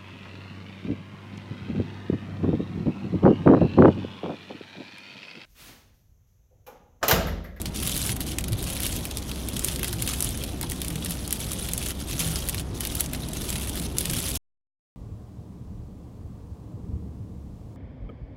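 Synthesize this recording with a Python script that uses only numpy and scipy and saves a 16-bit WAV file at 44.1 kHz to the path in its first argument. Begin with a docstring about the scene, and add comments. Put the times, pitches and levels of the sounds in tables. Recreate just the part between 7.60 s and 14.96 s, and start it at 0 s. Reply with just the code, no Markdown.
"""Inside a parked vehicle, wind-driven rain beats on the glass and roof.
Single drops crack and make the panels knock, over a fine patter that comes in gusts. The roof and doors
drum, and the idling engine hums underneath. A rubber wiper blade groans now and then as it sticks and
slips, and one duller tap rings the sheet metal. The sound stops abruptly shortly before the end."""
import sys
import numpy as np
from scipy import signal
from scipy.fft import rfft, irfft
from scipy.io import wavfile
from scipy.ndimage import uniform_filter1d

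SR = 44100
rng = np.random.default_rng(int(sys.argv[2]) if len(sys.argv) > 2 else 0)


def generate_wav(signal):
    """Clip the signal to [-1, 1] and save it as 16-bit WAV at the path in sys.argv[1]."""
    frames = np.transpose(np.atleast_2d(signal))
    scaled = np.clip(frames, -1, 1) * 32767
    pcm = np.round(scaled).astype(np.int16)
    wavfile.write(sys.argv[1], SR, pcm)


N = 324576
STOP_S = 6.7745

# How strong the fine rain is as gusts come and go: (time [s], relative level [dB])
GUSTS = [(0, -47), (.2, -40.5), (.3, -33.5), (.5, -32.5), (.62, -42), (1.05, -40.5), (1.27, -36),
         (1.45, -46), (1.85, -48), (2.1, -39.5), (2.4, -44), (2.5, -36.5), (2.7, -43), (2.8, -46),
         (3.1, -47.5), (3.45, -48.5), (3.53, -39), (3.66, -53), (3.75, -41.5), (4.05, -41.5), (4.17, -45),
         (4.28, -37), (4.5, -42), (4.57, -43.5), (4.6, -31.5), (4.65, -36), (4.8, -40), (4.9, -45),
         (5.25, -46), (5.4, -38), (5.5, -48), (5.7, -45), (5.8, -39.5), (5.93, -40), (6.1, -43),
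         (6.23, -41), (6.45, -40), (6.78, -33.5)]
# Short breaks in the rain, and one short surge: (start [s], length [s], level change [dB])
RAIN_BREAKS = [(0.017, 0.13, -10), (0.522, 0.083, -16), (0.797, .18, -14.5), (0.632, 0.038, -10),
               (0.738, 0.07, -14), (1.476, 0.13, -3), (2.146, 0.081, -8), (2.898, 0.14, -4.5),
               (3.626, .05, 6), (4.318, 0.085, -14), (4.415, 0.064, -9), (5.012, 0.14, -16.5),
               (5.418, 0.12, -4), (5.692, 0.044, -9), (6.099, 0.044, -4.5), (6.261, 0.11, -10),
               (6.716, 0.033, -10.5)]
# The tone of fine spray on the glass: (frequency [Hz], relative level [dB])
GLASS_TONE = [(4000, -24), (5500, -5), (7500, -3), (10500, 6), (13000, -5), (16000, -5.5)]
# The tone of fine spray on the roof: (frequency [Hz], relative level [dB])
ROOF_TONE = [(500, -32), (1200, -6), (2000, -11.5), (3300, 0.5), (4500, -6), (6500, -6.5), (9000, -37.5)]
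# The tone of faraway rain: (frequency [Hz], relative level [dB])
FAR_RAIN_TONE = [(900, -30), (1800, 0), (4000, -3), (9000, -6), (12000, -10), (15500, -30)]
# How strongly the vehicle's body drums: (time [s], relative level [dB])
DRUMMING = [(0.0, -32.5), (4.54, -34), (4.68, -31), (4.79, -33), (6.64, -32.5), (6.77, -33)]
# The deep tone of that drumming: (frequency [Hz], relative level [dB])
BODY_TONE = [(12, -40.5), (28, -8), (42, 0), (62, -6.5), (88, -0.5), (165, -4), (230, -6.5), (345, -9.5),
             (420, -15.5), (700, -19.5), (1000, -25.5), (1700, -34), (2500, -38), (4000, -62.5)]
# The loudest drops; knock and splatter rise and fall with the crack's level:
# (time [s], crack level [dB], crack pitch [Hz], relative knock [dB], relative splatter [dB])
LOUD_DROPS = [(.0169,-9,10800,-14,-30),(.0573,-22,9000,6.5,-11.5),(.0695,-26,9300,1,-16),(.1613,-17,7000,-13,-29),
              (.2258,-18,10100,1.5,-22),(.2329,-9,11200,-3,-23),(.267,-17,8500,6,-21),(.2744,-5,10800,-7,-19),
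              (.3173,-16.5,7000,-9,-16.5),(.3425,-18,10000,-7,-19.5),(.3767,-15.5,10000,-11.5,-9.5),(.4528,-23,9900,-3,-20),
              (.4936,-14,11200,6,-18),(.5652,-17,10300,-5.5,-12),(.6061,-10,11200,-4,-18.5),(.6139,-16,10300,-3,-15.5),
              (.7856,-7.5,7940,-3,-19),(.809,-21,10200,-6,-13),(.841,-23,7500,1.5,-9.5),(.8829,-15.5,11000,-2.5,-15),
              (.9218,-19,10100,-5,-14.5),(.9308,-18,9600,1,-14.5),(.9908,-22,10900,-1,-19),(1.0279,-10.5,11000,-8,-23),
              (1.1046,-18,11200,-12,-12),(1.167,-23,11100,12,-23),(1.204,-7,11200,-9,-23),(1.2336,-8.5,10900,-4.5,-17),
              (1.2571,-13,9400,3,-23),(1.2659,-6,11500,-2,-20),(1.364,-10,10600,-7,-20),(1.454,-10,11200,-4.5,-19.5),
              (1.5122,-18.5,8400,6.5,-23),(1.572,-9.5,9200,-3,-20.5),(1.5844,-20.5,8000,1,-18),(1.7153,-25,9100,8,-14),
              (1.8869,-17,10900,-7,-9),(1.9673,-18,9300,-5,-12),(1.9941,-7.5,8500,-10,-21),(2.0463,-6.5,10100,-17,-12),
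              (2.0766,-18,9200,-13,-20),(2.0845,-19,10900,0.5,-7.5),(2.1314,-22,11300,-10,-12),(2.1603,-15.5,9600,-2,-13),
              (2.1939,-21.5,10900,-2.5,-7.5),(2.2314,-16,10700,-0.5,-8),(2.2449,-9,11000,1.5,-17.5),(2.2809,-16,9500,-9,-11.5),
              (2.329,-10.5,11200,-1.5,-22.5),(2.4226,-7.5,10400,-9,-13),(2.4759,-13,10300,0.5,-13),(2.491,-13.5,6600,-10,-14),
              (2.5361,-24,9500,6,-11),(2.6062,-5.5,10100,-15,-15.5),(2.6251,-4,10600,-24,-16),(2.6463,-11.5,9600,-18,-15),
              (2.6903,-13,10400,-20,-15),(2.7074,-15,10700,-14,-21),(2.7751,-19.5,10100,-7.5,-14),(2.8382,-13,10000,1,-18),
              (3.0129,-7.5,10300,-4,-23),(3.0297,-21,9500,-1,-10),(3.0993,-11.5,10300,-9,-20),(3.1118,-17,10100,-12,-14),
              (3.1188,-12.5,10400,-6,-13.5),(3.2176,-12.5,9500,-1,-18),(3.2474,-18,10900,-3.5,-14),(3.2827,-10,9450,-12,-20),
              (3.3036,-20.5,10300,0,-12),(3.3574,-20,8500,-0.5,-14.5),(3.4476,-11.5,11000,-17,-15.5),(3.4597,-24,9700,5,-10),
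              (3.5083,-13,10600,-7,-12),(3.6778,-15.5,10100,-19,-14.5),(3.7082,-9,9600,-5,-20.5),(3.7272,-9.5,10000,-10,-10),
              (3.8044,-15,10200,-15,-14),(3.9183,-17,9300,-9,-9),(3.9327,-13,11200,-25,-14),(4.041,-25,10100,-13,-18),
              (4.0887,-13.5,10700,-3,-16),(4.1353,-5,10500,-15.5,-16.5),(4.1788,-9,10300,-11,-14),(4.2626,-21.5,9200,-4,-6.5),
              (4.2866,-13,11200,-16,-17),(4.3067,-12,11000,1,-20),(4.4025,-26,6000,1,-15),(4.5121,-15,9000,-1,-20),
              (4.5937,-10.5,9450,-8.5,-17.5),(4.6056,-15.5,10900,3,-13.5),(4.6214,-30,9100,6.5,-6),(4.7586,-15.5,6000,-4.5,-12),
              (4.8763,-20.5,11100,-14,-14.5),(4.8878,-9,10600,-9,-14),(4.8957,-6.5,10000,-12,-17),(4.9459,-18.5,10300,-1,-11),
              (4.9806,-27.5,8100,9.5,-14),(4.9969,-16,10200,-4,-16),(5.2073,-6,10400,-9,-18),(5.2518,-8.5,11600,2.5,-25),
              (5.272,-14.5,9300,-31.5,-13),(5.3533,-10.5,11000,-19,-12.5),(5.3991,-19,9000,-13,-7),(5.4073,-4,10600,-19,-12.5),
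              (5.461,-23,6700,-6,-12),(5.5343,-10.5,11700,-2.5,-18),(5.5482,-28.5,6000,10.5,-12.5),(5.6871,-17.5,9900,-7.5,-15.5),
              (5.7338,-17.5,8800,-5,-15.5),(5.9037,-5.5,9400,-9,-23),(5.9275,-18,9400,1.5,-13.5),(5.9568,-24.5,10200,5,-8),
              (6.022,-20,10500,-12,-13),(6.0961,-10.5,10100,-15.5,-22),(6.1566,-16,10900,-4,-19),(6.1743,-17,10800,-2,-15),
              (6.1984,-15.5,8700,-8,-17),(6.3847,1.5,9400,-19,-21),(6.4079,-14.5,10900,-5.5,-10),(6.4561,-7.5,9200,-5.5,-19),
              (6.4989,-11.5,8700,-2,-14.5),(6.5122,-8,10400,-14.5,-23),(6.5353,-7,10700,0.5,-25),(6.5668,-14,10600,-15,-25),
              (6.5892,-17,9500,-2,-12),(6.6042,-15,9200,-8,-18),(6.6421,-21,11200,-11,-11),(6.6854,-14,9100,-13,-17),
              (6.7028,-12,10700,-18,-22),(6.756,-16,9200,-14,-9),(6.7631,-16,10200,-20,-31)]
# The wiper blade shuddering on the glass: (start [s], length [s], pitch [Hz], level [dB])
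WIPER_GROANS = [(.48, .09, 112, -35), (.78, .08, 112, -36), (.895, .08, 112, -30), (2.28, .12, 112, -37),
                (3.3, .11, 158, -35), (3.46, .13, 165, -35), (4.57, .2, 161, -31), (6.15, .13, 160, -38),
                (6.43, .2, 168, -39)]
# A duller tap on the body: (time [s], pitch [Hz], starting level [dB], time to fade by 60 dB [s])
METAL_TAPS = [(3.033, 930, -31, .06)]
# The microphone softens the highest sounds: (frequency [Hz], level change [dB])
MICROPHONE_TONE = [(0, 0), (12000, 0), (12400, -3.5), (22000, -9), (SR / 2, -7)]


def gain_of(db):
    """Turns decibels into a number to multiply a sound by."""
    return 10 ** (np.asarray(db) / 20)


def evened(x):
    """Scales a signal so its average strength (rms) is 1."""
    return x / np.sqrt(np.mean(x ** 2) + 1e-20)


def drift(smooth_s):
    """A random wobble of strength 1, smoothed over smooth_s seconds."""
    size = max(round(smooth_s * SR), 1)
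    return evened(uniform_filter1d(uniform_filter1d(rng.standard_normal(N), size), size))


def noise(tone, size, patchy_db):
    """Noise with a given tone and drifting loud and soft patches, built in slices of size samples."""
    slices, hz = 4 * N // size + 5, np.fft.rfftfreq(size, 1 / SR)
    real, imaginary, patches = rng.standard_normal((slices, len(hz), 3)).T
    patches = evened(uniform_filter1d(uniform_filter1d(patches, size=6, axis=0), size=6, axis=1))
    table_hz, table_db = np.transpose(tone)
    tone_db = np.interp(np.log(hz + 1), np.log(table_hz + 1), table_db)[:, None]
    spectra = (real + 1j * imaginary) * gain_of(tone_db + patchy_db * patches)
    return evened(signal.istft(spectra, nperseg=size, noverlap=3 * size // 4)[1][:N])


def gust(t):
    """The rain's level and the roof's share of it, in dB at times t. Weaker rain sounds duller."""
    start, length, change_db = np.transpose(RAIN_BREAKS)[..., None]
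    in_break = np.clip(np.minimum(t - start, start + length - t) / .015, 0, 1)  # 15 ms fades
    level_db = np.interp(t, *np.transpose(GUSTS)) + (change_db * in_break).sum(0)
    usual_db = -42
    return level_db, 0.5 - 0.3539 * (level_db - usual_db)


def rain_hiss():
    """Flickering spray hits glass and roof in gusts, over the faint, even hiss of faraway rain."""
    level_db, roof_db = gust(np.arange(N) / SR)
    flicker_db = 3.1 * drift(.002) + 2.2 * drift(.013)
    glass = noise(GLASS_TONE, size=256, patchy_db=5.5)
    roof = noise(ROOF_TONE, size=256, patchy_db=4.5)
    spray = gain_of(level_db - 2 + flicker_db) * (glass + gain_of(roof_db - 1.1) * roof)
    return spray + gain_of(-59) * noise(FAR_RAIN_TONE, size=512, patchy_db=0)


def body_drumming():
    """Roof and doors drum in the storm, making a dull, dense noise."""
    level_db = np.interp(np.arange(N) / SR, *np.transpose(DRUMMING)) - 0.5
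    return gain_of(level_db) * noise(BODY_TONE, size=4096, patchy_db=1.5)


def engine_hum(firing_hz=64.3, level_db=-38.3):
    """The idling engine fires fast enough to make a low tone, which wavers a little."""
    cycles = np.cumsum(firing_hz * (1 + .008 * drift(.3))) / SR
    return gain_of(level_db + 0.51 * drift(0.029)) * np.sqrt(2) * np.sin(2 * np.pi * cycles)


def raindrops(rows):
    """Each drop is a sharp tick and a short splatter that ring a high crack and a lower panel knock."""
    start, level_db, crack_hz, knock_db, splatter_db = np.transpose(rows)[..., None]
    size, lead = 1024, 66  # in samples; the drop's rim lands early by lead
    hz = np.fft.rfftfreq(size, 1 / SR)
    age = (np.arange(size) - lead) / SR
    draws = rng.standard_normal((len(start), size + 1))
    knock_hz = 3400 * np.exp(.12 * draws[:, :1])

    def ring(pitch_hz, width_hz, fade_s, boost_db):
        """Tick and splatter make the surface ring around one pitch."""
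        resonance = 1j * hz * width_hz / (pitch_hz ** 2 - hz ** 2 + 1j * hz * width_hz)
        tick = irfft(rfft(age == 0) * resonance)
        hiss = draws[:, 1:] / np.linalg.norm(irfft(resonance), axis=1, keepdims=True)
        rise_and_fall_db = -60 * np.where(age < 0, -age / 0.0063, age / fade_s)
        splatter = hiss * gain_of(splatter_db + boost_db + rise_and_fall_db)
        return tick / abs(tick).max(1, keepdims=True) + irfft(rfft(splatter) * resonance)

    crack = ring(crack_hz, width_hz=5500, fade_s=.017, boost_db=3.5)
    knock = ring(knock_hz, width_hz=2400, fade_s=.037, boost_db=5.8)
    sounds = gain_of(level_db) * (crack + gain_of(knock_db - 5.5) * knock)
    out = np.zeros(N + size)
    np.add.at(out, np.round(start * SR).astype(int) + np.arange(size), sounds)
    return out[lead:N + lead]


def patter(per_s, above_db, spread_db):
    """Drops land at random moments, louder in gusts; spread_db makes a few stand out."""
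    times = np.cumsum(rng.exponential(1, 4000)) / per_s
    rarity, crack, knock, wet = rng.random((4000, 4))[times < STOP_S].T
    times = times[times < STOP_S]
    gust_db, roof_db = gust(times)
    level_db = gust_db + above_db - spread_db * np.log(np.maximum(rarity, .05))
    crack_hz, knock_db, splatter_db = 7000 + 5000 * crack, roof_db - 7 + 8 * knock, -19 + 8 * wet
    return raindrops(np.transpose([times, level_db, crack_hz, knock_db, splatter_db]))


def cabin_echo(sound, fade_s=0.089):
    """Seats and lining keep the echo short. Drops land all over, so three echoes take turns."""
    t = np.arange(round(.1 * SR)) / SR
    echoes = rng.standard_normal((3, len(t))) * gain_of(-60 * t / fade_s) * (t > .0015)
    echoes /= np.linalg.norm(echoes[0])
    shares = np.cos(np.pi * (np.arange(N) / SR * 7 + np.arange(3)[:, None] / 3)) * np.sqrt(2 / 3)
    return sound + gain_of(-12.5) * signal.oaconvolve(sound * shares, echoes, axes=1).sum(0)[:N]


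def wiper_groans():
    """Rubber sticks and slips on the glass, making an unsteady low tone with weak overtones."""
    out, wobble, grip = np.zeros(N), drift(0.019), drift(0.0053)
    for start, length, hz, db in WIPER_GROANS:
        span = slice(round(start * SR), round((start + length) * SR))
        phase = 2 * np.pi * np.cumsum(hz * (1 + .025 * wobble[span])) / SR
        tone = np.sin(phase) + gain_of(-21.5) * np.sin(2 * phase) + gain_of(-22) * np.sin(3 * phase)
        fade_in_out = signal.windows.tukey(len(phase), .6)
        out[span] += gain_of(db + 2.7 * grip[span]) * np.sqrt(2) * tone * fade_in_out
    return out


def metal_tap():
    """A short rattle makes the sheet metal ring dully and die away."""
    out, t = np.zeros(N), np.arange(3000) / SR
    for start, hz, db, fade_s in METAL_TAPS:
        rattle = rng.standard_normal(len(t))
        ring = evened(signal.lfilter(*signal.iirpeak(hz, Q=2.5, fs=SR), rattle))
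        out[round(start * SR):][:len(t)] += gain_of(db - 60 * t / fade_s) * ring
    return out


def scene():
    """Rain and the tap echo in the cabin, over the drumming, engine and wiper."""
    loud_drops = raindrops(LOUD_DROPS)
    small_drops = patter(per_s=300, above_db=8.5, spread_db=2)
    medium_drops = patter(per_s=16, above_db=18, spread_db=0)
    rain = loud_drops + small_drops + medium_drops + rain_hiss()
    return (cabin_echo(rain + metal_tap()) + body_drumming() + engine_hum() + wiper_groans())[None]


def record(dry):
    """The microphone softens the highs, the sound cuts off, and the very lowest and highest parts go."""
    hz, db = np.transpose(MICROPHONE_TONE)
    heard = signal.oaconvolve(dry, signal.firwin2(63, hz, gain_of(db), fs=SR)[None], "same")
    stopped = heard * (np.arange(N) < STOP_S * SR)
    lowest_hz, highest_hz = 1.4, 15850
    centred = signal.lfilter([1, -1], [1, -np.exp(-2 * np.pi * lowest_hz / SR)], stopped)
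    treble_cut = signal.firwin(511, highest_hz, window=("kaiser", 9), fs=SR)
    return signal.oaconvolve(centred, treble_cut[None], "same")


dry = scene()
out = record(dry)
generate_wav(out)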